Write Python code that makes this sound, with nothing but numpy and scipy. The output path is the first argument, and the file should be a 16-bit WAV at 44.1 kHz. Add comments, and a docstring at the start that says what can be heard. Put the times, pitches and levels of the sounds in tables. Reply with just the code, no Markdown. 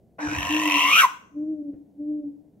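"""A small hard-walled enclosure, in stereo. On a perch near the microphones, a little left of centre, an owl
gives one long screech: its flapping syrinx rings the throat in a rasp that swells, climbs as the rattle
tightens, and ends in a falling whistle. Another owl, out of sight, hoots four times in soft, almost pure
notes. Under them lie a low room rumble, a soft rumbling puff and a dull bump."""
import sys
import numpy as np
from scipy import signal
from scipy.fft import rfft, irfft
from scipy.io import wavfile
from scipy.ndimage import uniform_filter1d

SR = 44100
rng = np.random.default_rng(int(sys.argv[2]) if len(sys.argv) > 2 else 0)


def output_pcm(signal):
    """Save a mono or channel-first signal as 16-bit PCM at the path in sys.argv[1].

    Samples are clipped to [-1, 1] before scaling.
    """
    pcm = np.clip(np.atleast_2d(signal).T, -1, 1) * 32767
    wavfile.write(sys.argv[1], SR, np.round(pcm).astype(np.int16))


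N = 114660
TIME, FREQ = np.arange(N) / SR, np.fft.rfftfreq(N, 1 / SR)
SCREECH_START_S, SCREECH_STOP_S = .183, 1.068


def screech():
    """The near owl: snaps and gusts of air ring its throat, and the rasp breaks into a whistle."""
    # Three throat resonances, low to high: t/s, f1/Hz, f2/Hz, f3/Hz
    throat = [(.185, 660, 1420, 2020), (.228, 930, 1750, 2600), (.28, 800, 1485, 2360),
              (.39, 990, 1768, 2650), (.54, 985, 1747, 2702), (.67, 1000, 2005, 2660),
              (.83, 1020, 2077, 2704), (.9, 1090, 2141, 2860), (.94, 1240, 2553, 2710),
              (1.002, 1500, 2401, 2770), (1.03, 1190, 2044, 2520), (1.064, 890, 1990, 2575)]
    # Relative strength of the rasp in each: t/s, level1/dB, level2/dB, level3/dB
    rasp = [(.19, -35.5, -40.5, -56.5), (.25, -44, -36.5, -47.5), (.38, -40.5, -35, -34),
            (.47, -36.5, -37.5, -34.5), (.55, -37, -34.5, -28), (.62, -33.5, -35.5, -32),
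            (.72, -31.5, -31, -24.5), (.81, -28.5, -30.5, -22), (.89, -26.5, -24.5, -26.5),
            (.945, -28, -23, -20.5), (.995, -15, -27.5, -16.5), (1.025, -24, -24.5, -29.5),
            (1.055, -27, -33.5, -62.5)]
    # Relative strength of the whistle on the first resonance: t/s, level/dB
    whistle_level = [(.2, -34), (.3, -56.5), (.7, -48), (.82, -33), (.93, -34.5), (1.015, -22.5),
                     (1.049, -12.5), (1.06, -26)]
    # Lead at the left microphone: f/Hz, phase/rad
    left_lead = [(0, -0.5), (1380, 1.35), (2070, 6.5), (9300, 10.5), (10600, 10), (12100, 15.5),
                 (14300, 24.5), (15400, 23)]
    leak, turbulence, breathiness = .12, .75, 2.7
    hz1, hz2, hz3 = in_time(throat)
    gain1, gain2, gain3 = from_db(in_time(rasp))
    snaps, flow = rattle()
    throat_air, chest_air, upper_air = (flow + leak) * rng.standard_normal((3, N))
    drive = snaps + turbulence * throat_air
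    steady_air = breathiness * rng.standard_normal(N)
    low = gain1 * resonate(drive + steady_air, hz1, width_hz=185) + chest(chest_air)
    second = resonate(drive, hz2, width_hz=223)
    third = resonate(drive, hz3, width_hz=267)
    fourth = from_db(-8) * resonate(upper_air, 1.158 * hz3, width_hz=523.5)
    mid = gain2 * second + gain3 * even(third + fourth)
    mid += whistle(hz2, db=-20.5) * gate(.912, .022, .99, .022)   # the second sings too at the climax
    hiss = beak_hiss(flow)
    low += whistle(hz1, db=in_time(whistle_level)[0])
    voice = pan(low, left_db=2.3) + pan(mid, left_db=.5) + pan(hiss, left_db=2.5)
    voice *= gate(SCREECH_START_S, .0076, SCREECH_STOP_S, .024)
    return lead_left(voice, np.interp(FREQ, *np.transpose(left_lead)))


def rattle(count=500, jitter=.2, gust_sigma_s=.0013):
    """The syrinx flaps, strong and weak in turn: returns its snaps and the airflow they let through."""
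    # Looseness of the rattle: t/s, flap rate/Hz, spread of strength/dB
    flapping = [(.19, 300, 1), (.28, 150, 2.5), (.37, 102, 4.3), (.75, 108, 4), (.82, 200, 1.6),
                (1.0, 260, 1)]
    rate, spread_db = in_time(flapping)
    turns = np.cumsum(np.exp(jitter * rng.standard_normal(count)))
    at = np.minimum(np.searchsorted(np.cumsum(rate) / SR, turns), N - 1)
    strong_weak = .7 * (-1) ** np.arange(count) + .65 * rng.uniform(-1, 1, count)
    snaps = np.zeros(N)
    snaps[at] = from_db(spread_db[at] * strong_weak)
    gust = signal.windows.gaussian(401, gust_sigma_s * SR)
    return even(snaps), even(np.convolve(snaps, gust, "same"))


def resonate(x, hz, width_hz, size=32):
    """One moving throat resonance, applied twice for steep skirts and held at an even level."""
    radius = np.exp(-np.pi * width_hz / SR)
    y, state = np.zeros(N), np.zeros((2, 2))
    for i in range(int(SCREECH_START_S * SR), int(SCREECH_STOP_S * SR), size):
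        feedback = [1, -2 * radius * np.cos(2 * np.pi * hz[i] / SR), radius * radius]
        block = x[i:i + size]
        for k in range(2):
            block, state[k] = signal.lfilter([1 - radius, 0, radius - 1], feedback, block, zi=state[k])
        y[i:i + size] = block
    return even(y)


def chest(air):
    """Pulsing air gives the rasp its broad, low body."""
    # Relative strength of the body: t/s, level/dB
    level = [(.19, -41), (.3, -39.5), (.6, -39.5), (1.05, -40)]
    # Its spectral shape: f/Hz, level/dB
    spectrum = [(60, -31.5), (200, -9.5), (420, -9), (640, -3), (745, 5.5), (860, -6.5), (1400, -13),
                (2500, -12), (5000, -42)]
    return from_db(in_time(level)[0]) * even(colour(air, spectrum))


def beak_hiss(flow, leak=.08, top_hz=9510):
    """Air pulses through the beak in a hiss that starts dull and brightens as the beak opens."""
    # Relative strength of the hiss: t/s, level/dB
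    level = [(0.19, -72), (0.208, -51), (0.336, -45.5), (0.81, -38.5), (0.85, -40.5), (1.012, -31),
             (1.06, -42)]
    # Its spectral shape: f/Hz, level/dB
    spectrum = [(2500, -23.5), (3600, 1.5), (4200, -5.5), (5100, -7.5), (5800, 6), (6700, -2), (7700, -1),
                (8700, -9), (10200, -13), (11400, -4.5), (12300, -5.5), (13800, -22), (15500, -12)]
    # Cut or lift above top_hz: t/s, gain/dB
    top_gain = [(.2, -23.5), (.4, -3), (.92, 2), (1.03, 5)]
    air = (flow + leak) * rng.standard_normal(N)
    hiss = even(colour(air, spectrum))
    top = signal.sosfiltfilt(signal.butter(4, top_hz, "high", fs=SR, output="sos"), hiss)
    hiss += (from_db(in_time(top_gain)[0]) - 1) * top
    return from_db(in_time(level)[0] + 3.5) * hiss


def whistle(hz, db, unsteadiness=.033, octave_db=-33, size=60):
    """A throat resonance sings: a slightly unsteady tone with a weak octave."""
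    wobble = uniform_filter1d(rng.standard_normal(N), size) * np.sqrt(size)
    phase = 2 * np.pi * np.cumsum(hz * (1 + unsteadiness * wobble)) / SR
    return np.sqrt(2) * from_db(db) * (np.sin(phase) + from_db(octave_db) * np.sin(2 * phase))


def hoots(base_hz=286.4, fade_s=.012, octave_db=-51.5, air_db=-26, left_lead_s=.00013):
    """The far owl: soft notes that arch and sag in pitch, with a faint octave and a little air."""
    # Relative loudness, one curve a hoot: t/s, level/dB
    levels = [
        [(.195, -47), (.233, -27), (.27, -27.5), (.289, -42.5), (.329, -25.5), (.361, -47), (.387, -33.5),
         (.46, -42)],
        [(.475, -63), (.503, -26), (.555, -21.5), (.63, -28), (.68, -21.5), (.71, -33), (.77, -26), (.809, -46),
         (.847, -33), (.95, -54)],
        [(1.32, -58.5), (1.372, -28.5), (1.43, -26.5), (1.455, -31.5), (1.485, -25), (1.535, -25.5),
         (1.574, -39.5), (1.595, -31.5), (1.622, -29.5), (1.637, -42.5), (1.657, -33), (1.7, -29),
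         (1.75, -51.5), (1.785, -41), (1.87, -57)],
        [(1.955, -57.5), (2.005, -30), (2.045, -31), (2.09, -25.5), (2.2, -29.5), (2.224, -45.5), (2.24, -31),
         (2.275, -30), (2.42, -62)],
    ]
    # Top of each hoot's pitch arch: t/s, f/Hz, half-width/s
    arches = [(.24, 301.6, 0.22), (0.599, 308.7, .14), (1.491, 311.7, 0.1127), (2.12, 301.6, .12)]
    # Spectral shape of the rush around each hoot: f/Hz, level/dB
    air_spectrum = [(60, -15), (230, 2.5), (450, -7), (650, -14.5), (4000, -90)]
    out, air = np.zeros(N), colour(rng.standard_normal(N), air_spectrum)
    bend, flutter_db = 1 + .005 * waver(), .6 * waver()
    for curve, (top_s, top_hz, width_s) in zip(levels, arches):
        start, stop = curve[0][0], curve[-1][0]
        hz = base_hz + (top_hz - base_hz) * np.exp(-((TIME - top_s) / width_s) ** 2)
        phase = 2 * np.pi * np.cumsum(hz * bend) / SR
        swell = from_db(in_time(curve)[0] - 1 + flutter_db)
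        swell *= gate(start - fade_s, fade_s, stop + fade_s, fade_s)
        # The octave enters late and is gone before the note fades.
        octave = from_db(octave_db + 2 * flutter_db) * gate(start + .029, .025, stop - .14, .043)
        out += np.sqrt(2) * (swell * np.sin(phase) + octave * np.sin(2 * phase))
        out += from_db(air_db) * swell * air
    return lead_left(pan(out, left_db=1.5), 2 * np.pi * FREQ * left_lead_s)


def enclosure(near, far, gap_s=.0024):
    """The nearest walls, the room and the building return the screech; the hoots have their own tail."""
    # Decay of the room: f/Hz, T60/s
    room_t60 = [(1000, 0.42), (2500, .38), (6500, .39), (11000, 0.3), (15000, .36)]
    # Decay of the building's faint late echo: f/Hz, T60/s
    building_t60 = [(1200, 0.98), (2600, 0.68), (4500, .5), (6300, 1.4), (9000, .4)]
    walls = from_db(-2) * reverb(near, t60=.064, gap_s=0, shared=.35)
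    room = from_db(-11) * reverb(near, room_t60, gap_s, shared=.11)
    building = from_db(-35.5) * reverb(near, building_t60, gap_s, shared=0)
    hoot_tail = from_db(-16) * reverb(far, t60=1.3, gap_s=gap_s, shared=.11)
    return walls + room + building + hoot_tail


def puff():
    """A soft rumbling puff under the start of the screech."""
    # Its swell and fade: t/s, level/dB
    level = [(.24, -68), (.275, -38.5), (.33, -44), (.375, -33), (.52, -47.5), (.85, -79)]
    # Its spectral shape: f/Hz, level/dB
    spectrum = [(30, -36.5), (66, -3.5), (110, -6), (170, -11), (800, -54.5)]
    return from_db(in_time(level)[0]) * centred_noise(spectrum)


def bump(at_s=1.727, attack_s=.011, t60_s=.17):
    """One dull bump during the third hoot: low noise that dies quickly."""
    # Its spectral shape: f/Hz, level/dB
    spectrum = [(30, -13), (70, -7.5), (250, -5), (520, -8.5), (1100, -48), (1900, -41), (6000, -79)]
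    attack = np.clip((TIME - at_s) / attack_s, 0, 1)
    fade_db = -60 * np.abs(TIME - at_s) / t60_s
    return from_db(-39.5 + fade_db) * attack * centred_noise(spectrum)


def room_tone():
    """The steady low rumble of the room."""
    # Its spectral shape: f/Hz, level/dB
    spectrum = [(25, -10), (60, -4), (210, 5), (300, -1.5), (400, -3.5), (650, -8.5), (850, -18.5),
                (1150, -33), (4000, -40)]
    return from_db(-59.5) * centred_noise(spectrum)


def reverb(x, t60, gap_s, shared):
    """Dense reflections, partly shared by both sides; t60 is one time or a table by frequency."""
    noise = rng.standard_normal((3, SR))
    pair = np.sqrt(shared) * noise[0] + np.sqrt(1 - shared) * noise[1:]
    f, t, cells = signal.stft(pair, SR, nperseg=128)
    if np.ndim(t60):
        t60 = np.interp(f, *np.transpose(t60))[:, None]
    _, tail = signal.istft(cells * from_db(-60 * t / t60), SR)
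    tail = tail[:, :SR] * (TIME[:SR] > gap_s)
    tail /= np.sqrt(np.sum(tail ** 2, axis=1, keepdims=True))
    return signal.fftconvolve(x, tail, axes=1)[:, :N]


def centred_noise(spectrum, side_db=-12):
    """Coloured noise, nearly the same at both microphones."""
    mid, side = (colour(rng.standard_normal(N), spectrum) for _ in range(2))
    return mid + from_db(side_db) * side * [[1], [-1]]


def pan(x, left_db):
    """Place a sound by how much louder it is on the left."""
    return from_db([[left_db / 2], [-left_db / 2]]) * x


def lead_left(pair, radians):
    """The right microphone lags by a phase for each frequency."""
    left, right = pair
    return np.array([left, irfft(rfft(right) * np.exp(-1j * radians), N)])


def colour(x, spectrum):
    """Shape a spectrum; rms 1."""
    hz, db = np.transpose(spectrum)
    gain = from_db(np.interp(np.log(np.maximum(FREQ, 1)), np.log(hz), db))
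    y = irfft(rfft(x) * gain, N)
    return y / np.std(y)


def even(x, size=1300):
    """Hold the short-term rms at 1."""
    power = uniform_filter1d(uniform_filter1d(x * x, size), size)
    return x / np.sqrt(np.abs(power) + 1e-12)


def waver(size=1100):
    """Random drift, some twenty turns a second; spread 1."""
    slow = uniform_filter1d(uniform_filter1d(rng.standard_normal(N), size), size)
    return slow / np.std(slow)


def gate(start, rise, stop, fall):
    """On between two times, with straight ramps; all in seconds."""
    return np.clip((TIME - start) / rise, 0, 1) * np.clip((stop - TIME) / fall, 0, 1)


def in_time(rows):
    """Each column of a curve at every sample."""
    times, *columns = np.transpose(rows)
    return [np.interp(TIME, np.sort(times), column) for column in columns]


def from_db(db):
    """Decibels to gain."""
    return 10 ** (np.asarray(db) / 20)


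def scene():
    """Both owls and their reflections reach the microphones over the low background."""
    near, far = screech(), hoots()
    return from_db(-1.5) * near + far + enclosure(near, far) + puff() + bump() + room_tone()


def record(dry):
    """The recorder cuts the top steeply above 15750 Hz."""
    return signal.sosfilt(signal.ellip(12, .1, 80, 15750, fs=SR, output="sos"), dry)


dry = scene()
out = record(dry)
output_pcm(out)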